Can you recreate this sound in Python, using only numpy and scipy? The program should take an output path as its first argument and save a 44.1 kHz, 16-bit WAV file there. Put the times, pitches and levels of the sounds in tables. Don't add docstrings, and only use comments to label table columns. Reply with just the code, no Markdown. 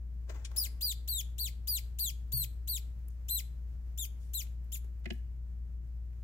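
import sys
import numpy as np
from scipy import signal
from scipy.fft import rfft, irfft, next_fast_len
from scipy.io import wavfile
from scipy.ndimage import uniform_filter1d

SR = 44100
rng = np.random.default_rng(int(sys.argv[2]) if len(sys.argv) > 2 else 0)


def volts_from_db(level):
    exponent = np.asarray(level, float) / 20
    return 10 ** exponent


def dump(signal):
    limited = np.clip(np.atleast_2d(signal).T, -1, 1)
    pcm = np.round(limited * 32767).astype(np.int16)
    wavfile.write(sys.argv[1], SR, pcm)


N = 275095


def rms_one(x):
    return x / np.sqrt(np.mean(x ** 2) + 1e-20)


def at_hz(points, hz):
    known_hz, values = np.array(points).T
    return np.interp(np.log(np.maximum(hz, 1)), np.log(known_hz), values)


def wobble(rate_hz, size):
    r = np.exp(-2 * np.pi * rate_hz / SR)
    return rms_one(signal.lfilter([1], [1, -2 * r, r * r], rng.standard_normal(size)))


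def coloured(x, points):
    size = next_fast_len(x.shape[-1])
    gain = volts_from_db(at_hz(points, np.fft.rfftfreq(size, 1 / SR)))
    return irfft(rfft(x, size) * gain, size)[..., :x.shape[-1]]


def ring(at_s, peak_db, hz, t60, rise_s):
    out, start = np.zeros(N), round(at_s * SR)
    t = np.arange(min(N - start, round(1.5 * max(t60, .001) * SR))) / SR
    envelope = volts_from_db(peak_db - 60 * t / t60) * (1 - np.exp(-t / rise_s))
    out[start:start + len(t)] = envelope * np.sin(2 * np.pi * hz * t)
    return out


def puff(at_s, peak_db, spectrum, t60):
    out, start = np.zeros(N), round(at_s * SR)
    t = np.arange(2200) / SR
    noise = rms_one(coloured(rng.standard_normal(len(t)), spectrum))
    out[start:start + len(t)] = volts_from_db(peak_db - 60 * t / t60) * noise
    return out


def pitch_arch(t, length, rise_s, top_hz, sagged_hz, lateness, collapse_s):
    open_hz, close_hz = 2412, 2037
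    pitch = top_hz - (top_hz - sagged_hz) * np.minimum(t / length, 1) ** lateness
    pitch -= (pitch - close_hz) * np.clip(1 - (length - t) / collapse_s, 0, 1) ** 2
    opening = np.clip(1 - t / rise_s, 0, 1) ** 2.5
    return pitch - (pitch - open_hz) * opening


# pitch_hz, level_db
MOUTH = [(1800, -6), (2800, -9.5), (3500, -4.5), (4800, 4.5), (6200, -4), (7500, 2.5), (9500, -9),
         (11500, 3.5), (13000, 6), (14200, 0), (15300, -13), (16500, -16)]


def overtones(pitch, tilt_db, tired_db, glide):
    size = len(pitch)
    jitter = .0025 * volts_from_db(tired_db) * (1 + 3 * glide) * wobble(450, size)
    phase = 2 * np.pi * np.cumsum(pitch * (1 + .004 * wobble(60, size) + jitter)) / SR
    tone, power = np.zeros(size), np.zeros(size)
    for k in range(1, 8):
        shimmer_db = 1.0 * volts_from_db(1.8 * tired_db) * wobble(220, size)
        level_db = at_hz(MOUTH, k * pitch) + np.clip(tilt_db, -9, 11) * np.log2(k) + shimmer_db
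        gain = volts_from_db(level_db) * (k * pitch < .45 * SR)
        tone += gain * np.sin(k * phase + k * k)
        power += gain * gain / 2
    return tone / uniform_filter1d(np.sqrt(power), size=400)


# at_s, pitch_hz, width_s, level_db
JERKS = [
    (.584, 383.5, 0.0054, 5),
    (1.134, -120, 0.019, 0),
    (1.195, -80.5, .012, 2),
    (2.073, -200, 0.011, -1),
    (2.095, 157, 0.011, -1),
    (3.333, -110, 0.019, 1),
    (3.353, 61.5, 0.012, 0),
    (4.738, 61, 0.0053, -3),
]
# pitch_hz, level_db
LEAK = [(1200, -24), (2000, -18), (3600, -9), (5300, -9.5), (7500, -3), (9700, -8.5), (12000, 3.5),
        (14200, 3), (16500, -6)]
# pitch_hz, level_db
GASP = [(1500, 1.5), (2500, 5), (6000, 3.5), (16000, 5.5)]


def squeak(start, length, level_db, rise_s, tilt_db, top_hz, sagged_hz, lateness, collapse_s):
    t = np.arange(round((length + 0.071) * SR)) / SR
    spent = t / length
    pitch = pitch_arch(t, length, rise_s, top_hz, sagged_hz, lateness, collapse_s)
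    for at_s, hz, width_s, db in JERKS:
        jerk = np.exp(-((start + t - at_s) / width_s) ** 2)
        pitch = pitch + hz * jerk
        level_db = level_db + db * jerk

    effort = np.log2(pitch / 4236)
    level_db = level_db + 10 * effort - 6.5 * np.clip(1 - t / 0.011, 0, 1)
    glide = np.clip(abs(np.gradient(np.log(pitch))) * SR / 40, 0, 1)
    late_s = max(start - 3.5, 0)
    tired_db = 5 * late_s
    tilt_db = tilt_db + 15 * effort + 1.2 * tired_db - 3.5 * glide * np.minimum(spent, 1)
    tone = overtones(pitch, tilt_db, tired_db, glide)

    air_noise = rms_one(coloured(rng.standard_normal(len(t)), LEAK))
    voiced = np.clip((length - t) / 0.0013, 0, 1)
    gasp = volts_from_db(-6) * np.maximum(glide ** 1.2, 1 - voiced) * rms_one(coloured(air_noise, GASP))
    breath_db = -28 + (15 + tired_db) * np.minimum(spent, 1) + 2.6 * wobble(60, len(t))
    pop = volts_from_db(7) * np.exp(-t / .003)
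    gasp_s = .001 + .009 * late_s
    fade = np.clip(t / 0.0017, 0, 1) * volts_from_db(-1500 * np.maximum(t - length - gasp_s, 0))
    mix = voiced * volts_from_db(-5 * glide) * tone + (volts_from_db(breath_db) + pop) * air_noise + gasp
    return volts_from_db(level_db) * fade * mix


# start_s, length_s, level_db, rise_s (time to reach pitch), tilt_db (per octave of overtone)
SQUEAKS = [(0.5607, 0.11, -34.5, 0.016, 2.5), (0.808, 0.12, -33.5, 0.033, -3),
           (1.0753, 0.14, -34.5, 0.026, 0), (1.3804, 0.11, -35.5, 0.039, -1.5),
           (1.6717, 0.12, -33, 0.019, 1.5), (1.9858, 0.12, -33, 0.029, 1.5),
           (2.319, 0.13, -33.5, 0.015, 3.5), (2.6736, 0.11, -35, 0.037, 1),
           (3.2833, .1238, -33.5, .031, 2.5), (3.975, .080, -36, 0.027, 0), (4.3333, .088, -35, .025, -2),
           (4.7184, .0445, -36, 0.026, -1.5)]
# top_hz, sagged_hz, lateness (power of the sag), collapse_s
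ARCHES = [(5114, 2300, 3, 0.035), (5066, 3150.0, 1.73, 0.013), (4960, 3300.0, 0.74, 0.021),
          (4910, 2610.0, 1.7, 0.036), (5180, 3550.0, 0.98, 0.038), (5570, 3120.0, 0.63, 0.028),
          (4525, 3600, 2.6, 0.019), (5810, 3400.0, 0.52, 0.029), (4180, 2300, 5.4, 0.025),
          (4004, 2970.0, 1.26, 0.01224), (4410, 2940.0, 1.11, 0.031), (3870, 2100, 3, 0.017)]


def pup():
    out = np.zeros(N)
    for row, arch in zip(SQUEAKS, ARCHES):
        call, start = squeak(*row, *arch), round(row[0] * SR)
        out[start:start + len(call)] += call
    return out


# pitch_hz, level_db (per Hz)
SAND = [(150, -51), (250, -22), (292, 2), (710, -3.5), (2050, -8.5), (3280, -18.5), (7570, -17.5),
        (9010, -33), (16000, -21.5)]
# at_s, peak_db, dying_db (per s)
SHOVES = [
    (0.299, -52, 600),
    (.347, -58.5, 300),
    (.37, -69.5, 62),
    (.52, -69.5, 58),
    (.6, -78.5, 123),
]
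# start_s, peak_db, centre_hz, length_s
SPRAYS = [
    (0.292, -54.5, 4780, 0.0085),
    (0.443, -46, 4800, 0.017),
    (3.088, -77, 11200, 0.053),
    (4.18, -72, 7950, 0.11),
    (5.041, -62, 2900, 0.0087),
    (5.067, -71.5, 9070, 0.11),
]


def sand():
    t = np.arange(N) / SR
    clumps = volts_from_db(3 * wobble(50, N))
    struck = rng.random(N) < 5000 * clumps / SR
    sizes = volts_from_db(3 * np.minimum(rng.exponential(1, N), 4))
    grains = sizes * rng.choice([-1, 1], N) * struck
    effort = np.zeros(N)
    for at_s, peak_db, dying in SHOVES:
        slope = np.where(t < at_s, 1099.5, dying)
        effort += volts_from_db(peak_db + 4.5 - slope * abs(t - at_s))
    out = rms_one(coloured(grains, SAND)) * effort
    for at_s, peak_db, hz, length in SPRAYS:
        after = (t - at_s - 0.4 * length) / length
        shape = np.exp(-(after / np.where(after < 0, .25, .75)) ** 2)
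        sos = signal.butter(2, [hz / 2.6, hz * 1.6], "band", fs=SR, output="sos")
        out += volts_from_db(peak_db) * shape * rms_one(signal.sosfilt(sos, grains))
    return out


# at_s, peak_db, pitch_hz
TICKS = [(0.515, -43, 1240), (2.991, -61, 14000), (3.083, -43.5, 14000), (3.084, -62, 7660),
         (3.105, -63, 7000), (4.089, -62, 12500), (4.27, -65, 13700), (4.468, -51.5, 2990),
         (4.645, -62, 13770), (4.789, -53, 13800), (4.844, -56.5, 401), (4.996, -66.5, 14100),
         (5.127, -64, 13400), (5.132, -52, 13800), (6.13, -64, 2380)]


def ticks():
    out = np.zeros(N)
    for at_s, peak_db, hz in TICKS:
        band = [(hz / 3, -30), (hz / 1.18, -12), (hz, 0), (hz, -12), (hz * 1.7, -35)]
        out += puff(at_s, peak_db, band, 0.0057 + 12 / hz)
    return out


# at_s, peak_db, dull_db (per octave), crack_hz
KNOCKS = [
    (5.0565, -37.5, 4, 2046),
    (5.1038, -35.5, 4.5, 2750),
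]
# share of crack_hz, level_db
CRACK = [(.25, -8), (.6, -10), (1, 15.5), (1.4, 3), (2.2, -6.5), (3.6, -21), (5, -37), (8, -33)]
# pitch_hz, level_db, t60_s
TRAY = [(220.8, -4.5, 0.066), (354, -12.5, 0.092), (695, -9.5, 0.03), (1713, -1.5, 0.024),
        (2240, 3.5, 0.006), (2740, -13, 0.026)]


def knocks():
    out = np.zeros(N)
    for at_s, peak_db, dull_db, crack_hz in KNOCKS:
        out += puff(at_s, peak_db + 3, [(share * crack_hz, db) for share, db in CRACK], 0.026)
        for hz, level_db, t60 in TRAY:
            late = 1.87 / hz
            mode_db = peak_db + level_db - dull_db * np.log2(hz / 2000)
            out += ring(at_s + late, mode_db, hz, t60, 0.62 / hz)
    return out


# at_s, peak_db, pitch_hz, t60_s
THUDS = [
    (2.336, -34.5, 125, 0.39),
]


def thud():
    return sum(ring(*row, 0.003) for row in THUDS)


# delay_s, level_db
TRAY_ECHOES = [
    [(.00031, -15.5), (.0011, -34), (.0023, -46.5), (.0041, -5), (.0185, -15.5)],
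    [(.00043, -3), (.00087, -40.5), (.0019, 13), (.0036, -31.5), (.0178, -3.5)],
]
# pitch_hz, level_db
PUP_SIDE = [(60, -5.5), (120, -7), (240, 3.5), (480, 0.5), (950, 12), (1890, 7.5), (3770, 0.5),
            (7520, 10.5), (15000, 0.5)]
# pitch_hz, level_db
KNOCK_SIDE = [(125, 1), (250, 3), (500, 1), (1000, 6), (2500, -6.5), (6000, 3), (15000, -3)]


def tray(x, side):
    hz = np.fft.rfftfreq(N, 1 / SR)
    paths = []
    for echoes in TRAY_ECHOES:
        path = np.ones(len(hz), complex)
        for k, (lag, db) in enumerate(echoes):
            path += (-1) ** k * volts_from_db(db) * np.exp(-2j * np.pi * hz * lag)
        paths.append(path / np.sqrt(np.mean(abs(path) ** 2)))
    lean = volts_from_db(at_hz(side, hz) / 2)
    left = paths[0] * lean
    right = paths[1] / lean * np.exp(-2j * np.pi * hz * .00014)
    return irfft(rfft(x) * np.array([left, right]), N)


# pitch_hz, t60_s
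ROOM_T60 = [(300, 0.27), (2000, 0.41), (5000, 0.32), (10000, 0.32), (16000, 0.043)]


def room(x):
    t = np.arange(SR // 2) / SR
    edges = 150 * 2 ** np.arange(0, 7.1, .7)
    tail = np.zeros((2, len(t)))
    for low, high in zip(edges, edges[1:]):
        sos = signal.butter(2, [low, high], "band", fs=SR, output="sos")
        band = signal.sosfilt(sos, rng.standard_normal((2, len(t))))
        tail += band * volts_from_db(-60 * t / at_hz(ROOM_T60, np.sqrt(low * high)))
    tail *= np.clip((t - .004) / 0.013, 0, 1)
    tail /= np.sqrt(np.sum(tail ** 2, axis=1, keepdims=True))
    wet = signal.fftconvolve(x[None], tail, axes=1)[:, :N]
    return volts_from_db(-19) * wet * volts_from_db(np.array([[.8], [-.8]]))


# pitch_hz, rms_db
HUM = [(37.3, -59), (42.3, -75), (52, -83), (59.27, -40), (74.3, -66), (118.5, -65.5), (156, -75),
       (177.8, -75)]


def hum():
    t = np.arange(N) / SR
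    lines = np.zeros(N)
    for k, (hz, db) in enumerate(HUM):
        level = np.sqrt(2) * volts_from_db(db + 0.72 * wobble(8, N))
        lines += level * np.sin(2 * np.pi * hz * t + 1.08 * k)
    return lines * volts_from_db(np.array([[.5], [-.5]]) * 2.7)


# pitch_hz, likeness (-1 to 1)
LIKENESS = [(60, 0.91), (180, 0.72), (550, 0.34), (1650, 0.012), (4970, -0.022), (15000, -0.02)]
# pitch_hz, level_db (per Hz)
AIR = [(20, -32), (33, -4), (40, 2.5), (100, 1.5), (130, 0.5), (160, -6.5), (250, -15), (500, -25),
       (1000, -33.5), (1800, -34), (3500, -42.5), (7000, -42), (9500, -48), (13000, -43)]


def air():
    alike = np.clip(at_hz(LIKENESS, np.fft.rfftfreq(N, 1 / SR)), 0, 1)
    mid, side = rfft(rng.standard_normal((2, N)))
    pair = irfft(np.sqrt(1 + alike) * mid + np.sqrt(1 - alike) * side * [[1], [-1]], N)
    noise = volts_from_db(-55.5) * rms_one(coloured(pair, AIR))
    stir_from_s, stir_to_s, stir_db, fade_s = 0.29, 4.9, 2.5, 0.34
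    t = np.arange(N) / SR
    stir = np.clip(np.minimum(t - stir_from_s, stir_to_s - t) / fade_s + .5, 0, 1)
    gain = volts_from_db(stir_db * stir + .8 * wobble(8, N))
    upper = signal.sosfilt(signal.butter(2, 300, "high", fs=SR, output="sos"), noise)
    return (noise + upper * (gain - 1)) * volts_from_db(np.array([[.8], [-.8]]))


def scene():
    voice = pup() + sand()
    contacts = ticks() + knocks() + thud()
    wet = room(voice + volts_from_db(-1) * contacts)
    return tray(voice, PUP_SIDE) + tray(contacts, KNOCK_SIDE) + wet + hum() + air()


def band_limit(x):
    return signal.sosfilt(signal.butter(12, 16500, fs=SR, output="sos"), x)


def record(dry):
    low_pass = signal.cheby2(12, 50, 16500, fs=SR, output="sos")
    mix = signal.sosfilt(low_pass, dry)
    return band_limit(mix)


dry = scene()
out = record(dry)
dump(out)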